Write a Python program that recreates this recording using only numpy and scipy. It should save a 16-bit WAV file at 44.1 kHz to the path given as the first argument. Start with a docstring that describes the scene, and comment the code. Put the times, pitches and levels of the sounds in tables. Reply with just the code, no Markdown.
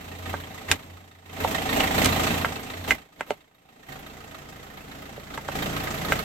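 """A plastic bottle buckles on asphalt as a car creeps forward over it, then backs over it again.
Each short pop rings modes of the bottle wall, adds a noise crack and echoes under the car.
The idling diesel behind it is exhaust tones, a drone, steady noise and knock timed by the firings.
The background volume is ridden strongly up and down, lifted around the louder pops;
the sound jumps once, at the backward roll."""
import sys
import numpy as np
from scipy import signal
from scipy.fft import rfft, irfft, next_fast_len
from scipy.io import wavfile
from scipy.ndimage import map_coordinates

SR = 44100
rng = np.random.default_rng(int(sys.argv[2]) if len(sys.argv) > 2 else 0)


def waveform_to_disk(signal):
    """Save audio, clipped to [-1, 1], as 16-bit WAV at the path in sys.argv[1]."""
    frames = np.transpose(np.atleast_2d(signal))
    scaled = np.clip(frames, -1, 1) * 32767
    samples = np.round(scaled).astype(np.int16)
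    wavfile.write(sys.argv[1], SR, samples)


def natural_amplitude(level_db):
    """Convert a level in decibels to a linear amplitude factor, elementwise."""
    exponent = np.asarray(level_db, float) / 20
    return 10 ** exponent


N = 275165

# slow background gain, including some peaks at pops: time_s, gain_db
BACKGROUND_GAIN = [(0, 9), (.22, 9.5), (.3, 16), (.45, 9.5), (.65, 9.5), (.97, 2), (1.07, -2), (1.22, -4.5),
                   (1.44, 22), (1.65, 21), (1.8, 28.5), (1.9, 23.5), (2.055, 31.5), (2.11, 26), (2.32, 26),
                   (2.62, 12.5), (2.71, 14), (2.81, 12.5), (2.95, 10), (3.09, -8), (3.3, 1), (3.51, -12.5),
                   (3.65, -8.5), (3.87, 0), (3.9, 6.5), (4.02, 3.5), (4.83, 3.5), (4.92, 5.5), (5.28, 4.5),
                   (5.35, 10), (5.43, 5.5), (5.545, 12.5), (5.555, 17.5), (5.97, 16), (6.18, 18.5),
                   (6.24, 13)]
# exhaust tones, rms before the background gain: multiple of firing rate, forward_db, back_db
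EXHAUST = [(1, -72, -65), (2, -69.5, -63), (3, -69, -62), (4, -73, -67), (5, -70, -59), (6, -67.5, -68.5),
           (7, -74, -64), (8, -73, -66.5), (9, -68, -72), (10, -67.5, -63), (11, -69.5, -79.5)]
# drone, rms before the background gain: time_s, level_db
DRONE = [(0, -64), (.2, -47), (.48, -61.5), (.75, -60.5), (.95, -48.5), (1.1, -53), (1.43, -56),
         (1.58, -83), (1.9, -71), (2.15, -57.5), (2.3, -76), (2.43, -56), (2.6, -71), (2.8, -58),
         (2.95, -75.5), (3.9, -86)]
# engine noise spectrum, relative, rolling forward and back: freq_hz, density_db_per_hz
ROAR_FORWARD = [(24, -21), (40, -11.5), (243, -2.5), (363, -7), (433, -4.5), (491, -6), (770, -5.5),
                (1520, -12), (2100, -10.5), (3740, -15), (4800, -21.5), (8340, -20.5), (9450, -35),
                (12800, -19), (16000, -33.5)]
ROAR_BACK = [(24, -36), (40, -14), (144, -2), (329, -5), (770, -7), (965, -10), (1240, -9), (1340, -9),
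             (3560, -16), (3930, -18), (4800, -21.5), (7930, -21), (9450, -34.5), (12500, -20.5),
             (16000, -33)]
# engine block resonances: centre_hz, width_hz, relative_db
BLOCK = [(438, 21, 5.5), (643.3, 17.7, 9.5), (767, 32, 9), (1077, 39, -3), (1248, 39, 7), (1573, 93, -2),
         (1853, 24, 7.5), (2015, 74, 3), (2185, 29, 2), (2653, 46, 5), (3158, 55, 2.5), (3720, 94, 3.5),
         (4030, 51, 2.5), (4425, 165, 0.5)]
# cylinder striking each block resonance hardest (0-3, -1 none): forward_cylinder, back_cylinder
HARDEST = [(-1, -1), (-1, -1), (-1, -1), (3, 2), (3, 2), (3, 2), (3, 2), (0, 1), (0, 2), (3, 3), (0, 2),
           (3, 2), (3, 2), (3, 2)]
# edges of the bands that knock apart from each other: edge_hz
BLOCK_EDGES_HZ = [0, 900, 1500, 2300, 3200, 4600, 9500, 22050]
# weight of knock against steady noise: freq_hz, power_share (0-1)
KNOCK_SHARE = [(200, 0.07), (700, 0.18), (1500, 0.45), (4000, 0.42), (8000, 0.57), (15000, 0.64)]
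# left-right correlation of the engine noise: freq_hz, correlation (0-1)
ALIKE = [(40, .88), (150, .92), (380, .74), (640, .4), (950, .14), (2400, .07), (15000, 0)]
# engine noise balance: freq_hz, left_over_right_db
LEAN = [(60, 7.5), (150, -2), (380, -1), (950, -1.5), (2380, -4), (5980, -3.0), (15000, -2.5)]
# snaps of the bottle wall, often in quick pairs: peak_s, level_db, centre_hz, spread_octaves, crack_db
POPS = [(.3409, -15, 750, 1.1, -26), (.3435, -21, 1500, .5, -26), (.715, -3, 2500, .9, -4),
        (.7161, -5, 2800, .9, -8), (.7207, -10, 1900, .8, -10), (1.4489, -7, 740, .58, -26),
        (1.8059, -8, 2900, .4, -14), (2.0465, -13, 3600, .6, 3), (2.059, -10, 2200, .6, 2),
        (2.4477, -5, 1300, 1, -26), (2.9081, -1.5, 2120, .42, -18), (2.9185, -14, 1950, .3, -20),
        (3.2088, -14, 1800, 1.3, -18), (3.21, -15.5, 900, 1.6, -24), (3.3066, -15, 2600, 1.3, -18),
        (3.3079, -11.5, 560, .9, -24), (5.18, -28, 540, .6, -30), (5.3768, -20, 1900, 1, -18),
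        (5.3786, -19, 1000, .7, -20), (5.488, -14.5, 850, .95, -26), (6.1225, -2.5, 1500, 1.2, -22)]
# bottle wall modes: mode_hz, relative_db
WALL = [(270, 8), (430, 7), (570, 7), (760, 0.5), (900, 5), (1150, -2), (1350, 3.5), (1600, 2),
        (1850, -11.5), (2080, 5), (2400, -3.5), (2650, -5.5), (2950, 0.5), (3300, -9.5), (3650, -14.5),
        (4400, -9.5)]
# echo between car floor and road: freq_hz, t60_s
UNDER_CAR = [(300, 0.05), (2000, 0.1), (10000, 0.053)]
# crack spectrum, relative: freq_hz, density_db_per_hz
CRACK = [(1500, -16.5), (3500, 0.5), (4800, -2.5), (7200, 1.5), (8400, -1.5), (9500, -9.5), (12500, -5.5),
         (16000, -27)]

# start of: tyre climbing the bottle, relief after it, backward roll
CLIMB_S, FREED_S, BACK_S = 1.04, 2.6, 3.885
# firings per second: idling, sagging in the climb, relieved, rolling back
IDLE_HZ, CLIMB_HZ, FREED_HZ, BACK_HZ = 28.1, 27.68, 28.33, 28.2
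FIRST_BEAT_CYCLES, JUMP_BEAT_CYCLES = -.46, .42  # firing phase at the start; skip at the jump
# background lift around louder pops: gain for a 0 dB pop, dB more per dB of pop, hold each side, slopes
LIFT_DB, LIFT_DB_PER_DB, LIFT_HOLD_S = 27, 1.55, 0.01
RISE_DB_PER_S, FALL_DB_PER_S = 332.5, 331.5
# drone beside the third exhaust tone: final pitch, initial flatness, time constant
DRONE_HZ, DRONE_FLAT_HZ, DRONE_SETTLE_S = 90.8, 2.8, 0.603
FORWARD_CYLINDER, BACK_CYLINDER = 3, 2  # hardest over all bands
HARDER_RING_DB, HARDER_BROAD_DB = 6, 2.5
RING_T60_S, RING_LAW = .028, .5  # wall decay at 1 kHz excited width; power of its fall with width
BOTTLE_LEAN_DB = -2.5  # left over right
TOP_HZ = 15950


def unit(x):
    """Scale to rms 1."""
    return x / np.sqrt(np.mean(x ** 2) + 1e-20)


def along(points, hz):
    """Read (freq_hz, value) points on a log frequency axis."""
    point_hz, value = np.transpose(points)
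    return np.interp(np.log(hz + 1), np.log(point_hz + 1), value)


def curves(rows):
    """One value per sample for each column after the time."""
    time_s, *columns = np.transpose(rows)
    return [np.interp(np.arange(N) / SR, time_s, column) for column in columns]


def wobble(rate_hz):
    """Smooth random curve set by rate_hz knots per second."""
    knots = rng.standard_normal(int(N * rate_hz / SR) + 4)
    return map_coordinates(knots, [np.arange(N) * rate_hz / SR])


def filtered(x, response):
    """Multiply the spectrum by a response of frequency."""
    size = next_fast_len(N + 8192)
    spectrum = rfft(x, size) * response(np.fft.rfftfreq(size, 1 / SR))
    return irfft(spectrum, size)[..., :N]


def pair(x):
    """Mix two unrelated signals into left and right, alike in the bass and unrelated in the treble."""
    def mixing(hz):
        angle = np.arccos(np.clip(along(ALIKE, hz), -1, 1)) / 2
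        return np.array([np.cos(angle), np.sin(angle)])

    mid, side = filtered(x, mixing)
    left_right = np.array([mid + side, mid - side])
    return filtered(left_right, lambda hz: natural_amplitude(np.outer([.5, -.5], along(LEAN, hz))))


def firing_count():
    """Cylinder firings so far: the integrated firing rate, with a skip at the backward roll."""
    t = np.arange(N) / SR
    rate_hz = np.select([t < CLIMB_S, t < FREED_S, t < BACK_S], [IDLE_HZ, CLIMB_HZ, FREED_HZ], BACK_HZ)
    return FIRST_BEAT_CYCLES + np.cumsum(rate_hz) / SR + JUMP_BEAT_CYCLES * (t > BACK_S)


def background_gain():
    """Ridden background volume: the slow gain, or the lift around a pop where that is higher."""
    t, gain_db = np.arange(N) / SR, curves(BACKGROUND_GAIN)[0]
    for peak_s, pop_db, *_ in POPS:
        away_s = np.maximum(np.abs(t - peak_s) - LIFT_HOLD_S, 0)
        slope_db_per_s = np.where(t < peak_s, RISE_DB_PER_S, FALL_DB_PER_S)
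        lift_db = LIFT_DB + LIFT_DB_PER_DB * pop_db - away_s * slope_db_per_s
        gain_db = np.maximum(gain_db, lift_db)
    return natural_amplitude(gain_db)


def tones(firings, back):
    """Wavering exhaust harmonics locked to the firings, plus a drone settling upward in pitch."""
    exhaust = 0
    for multiple, forward_db, back_db in EXHAUST:
        level_db = np.where(back, back_db, forward_db) + 2.2 * wobble(6)
        phase = 2 * np.pi * (multiple * firings + rng.random()) + .6 * wobble(7)
        exhaust = exhaust + natural_amplitude(level_db) * np.sin(phase)
    drone_db, = curves(DRONE)
    drone_hz = DRONE_HZ - DRONE_FLAT_HZ * np.exp(-np.arange(N) / SR / DRONE_SETTLE_S)
    drone_phase = 2 * np.pi * np.cumsum(drone_hz) / SR + .5 * wobble(6)
    drone = natural_amplitude(drone_db + 2.5 * wobble(11)) * np.sin(drone_phase)
    hum = np.sqrt(2) * (exhaust + drone)  # peak to rms levels
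    # right: 14 samples later, 0.6 dB stronger
    return np.array([hum, natural_amplitude(.6) * np.roll(hum, 14)])


def bursts(firings, shared_db, cylinder, harder_db, spread_db, decay_cycles):
    """Stereo noise swelling at each firing, with random strength and delay; one cylinder of four is harder."""
    size_db, late = rng.standard_normal((2, 200))
    beat = firings + 0.32
    count = beat.astype(int) + 1
    since_cycles = np.clip(beat % 1 - 0.046 * np.abs(late[count]), 0, 1)
    harder = (count - 1) % 4 == cylinder
    size = natural_amplitude(shared_db[count] + spread_db * size_db[count] + harder_db * harder)
    envelope = size * (1 - np.exp(-since_cycles / 0.095)) * np.exp(-since_cycles / decay_cycles)
    return unit(envelope) * rng.standard_normal((2, N))


def knock(firings, back):
    """Diesel knock: each firing bursts broadly, band by band, and strikes the block resonances."""
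    shared_db = 1.1 * rng.standard_normal(200)  # strength of each firing
    loud_cylinder = np.where(back, BACK_CYLINDER, FORWARD_CYLINDER)
    broad = 0
    for low_hz, high_hz in zip(BLOCK_EDGES_HZ, BLOCK_EDGES_HZ[1:]):
        burst = bursts(firings, shared_db, loud_cylinder, HARDER_BROAD_DB, spread_db=2.0, decay_cycles=.52)
        broad = broad + filtered(burst, lambda hz: (hz >= low_hz) & (hz < high_hz))
    rings = 0
    for (centre_hz, width_hz, db), (forward_cylinder, back_cylinder) in zip(BLOCK, HARDEST):
        cylinder = np.where(back, back_cylinder, forward_cylinder)
        burst = bursts(firings, shared_db, cylinder, HARDER_RING_DB, spread_db=2.2, decay_cycles=.16)

        def resonance(hz):
            damping = 1j * hz * width_hz
            return natural_amplitude(db) * damping / (centre_hz ** 2 - hz ** 2 + damping)

        rings = rings + filtered(burst, resonance)
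    return broad + natural_amplitude(4) * rings


def roar(firings, back):
    """Steady noise plus knock, coloured for each rolling direction; the right channel lags."""
    def share(hz):
        return np.clip(along(KNOCK_SHARE, hz), 0, 1)

    steady = filtered(rng.standard_normal((2, N)), lambda hz: np.sqrt(1 - share(hz)))
    knocking = filtered(knock(firings, back), lambda hz: np.sqrt(share(hz)))
    noise = pair(steady + knocking)
    noise[1] = np.roll(noise[1], 14)
    forward = unit(filtered(noise, lambda hz: natural_amplitude(along(ROAR_FORWARD, hz))))
    backward = unit(filtered(noise, lambda hz: natural_amplitude(along(ROAR_BACK, hz))))
    return np.where(back, natural_amplitude(-47) * backward, natural_amplitude(-50) * forward)


def engine():
    """Tones and roar share the firing clock and the background gain."""
    firings = firing_count()
    back = np.arange(N) / SR > BACK_S
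    return background_gain() * (tones(firings, back) + roar(firings, back))


def under_car():
    """Fresh stereo echo tail, left energy 1: noise decaying at a speed set by frequency."""
    hz, t, z = signal.stft(rng.standard_normal((2, 4410)), SR, nperseg=128)
    decay = natural_amplitude(-60 * t / along(UNDER_CAR, hz)[:, None])
    tail = signal.istft(z * decay, SR, nperseg=128)[1]
    return tail / np.linalg.norm(tail[0])


def crack_colour():
    """Short filter kernel with the spectrum of the crack."""
    return np.roll(irfft(natural_amplitude(along(CRACK, np.fft.rfftfreq(512, 1 / SR)))), 256)


def wall_ring(t, centre_hz, spread_octaves):
    """Wall modes near the centre ring nearly in step; the wider the band, the sooner it dies."""
    mode_hz, mode_db = np.transpose(WALL)[:, :, None]
    t60_s = RING_T60_S * (1000 / (centre_hz * spread_octaves)) ** RING_LAW
    struck = natural_amplitude(mode_db) * np.exp(-(np.log2(mode_hz / centre_hz) / spread_octaves) ** 2)
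    struck = struck / np.sum(struck) ** .85 * natural_amplitude(rng.normal(0, 1.5, (2, len(mode_hz), 1)))
    slip_rad = rng.normal(0, .5, mode_hz.shape)
    rise = np.exp(-(np.minimum(t, 0) * centre_hz / .6) ** 2)  # within about one cycle
    modes = np.sum(struck * np.cos(2 * np.pi * mode_hz * t + slip_rad), axis=1)
    return modes * rise * natural_amplitude(-60 * np.maximum(t, 0) / t60_s)


def crack(t):
    """Coloured noise peaking at the snap, with a faster rise than fall."""
    noise = rng.standard_normal((2, 4410))
    hiss = signal.fftconvolve(noise, crack_colour()[None], "valid", axes=1)[:, :len(t)]
    return natural_amplitude(-60 * np.abs(t) / np.where(t < 0, .008, .02)) * unit(hiss) / 2


def bottle():
    """Each buckle of the wall rings and cracks; an echo follows 150 samples later."""
    out = np.zeros((2, N + SR))
    lead = 88  # samples before the peak
    t = np.arange(-lead, 2205) / SR
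    for peak_s, level_db, centre_hz, spread_octaves, crack_db in POPS:
        channel_db = level_db + np.array([[.5], [-.5]]) * BOTTLE_LEAN_DB
        pop = natural_amplitude(channel_db) * (wall_ring(t, centre_hz, spread_octaves) + natural_amplitude(crack_db) * crack(t))
        echo = natural_amplitude(-9.5) * signal.fftconvolve(pop, under_car(), axes=1)
        start = round(peak_s * SR) - lead
        out[:, start:][:, :len(t)] += pop
        out[:, start + 150:][:, :echo.shape[1]] += echo
    # the small bottle radiates little bass
    return filtered(out[:, :N], lambda hz: hz ** 2 / (hz ** 2 + 200 ** 2))


def scene():
    """Engine and bottle."""
    return engine() + bottle()


def roll_off(x):
    """The treble ends steeply here."""
    return signal.sosfilt(signal.butter(12, 16820, fs=SR, output="sos"), x)


def record(dry):
    """Band-limit and finish the mix."""
    mix = filtered(dry, lambda hz: hz < TOP_HZ)
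    return roll_off(mix)


dry = scene()
out = record(dry)
waveform_to_disk(out)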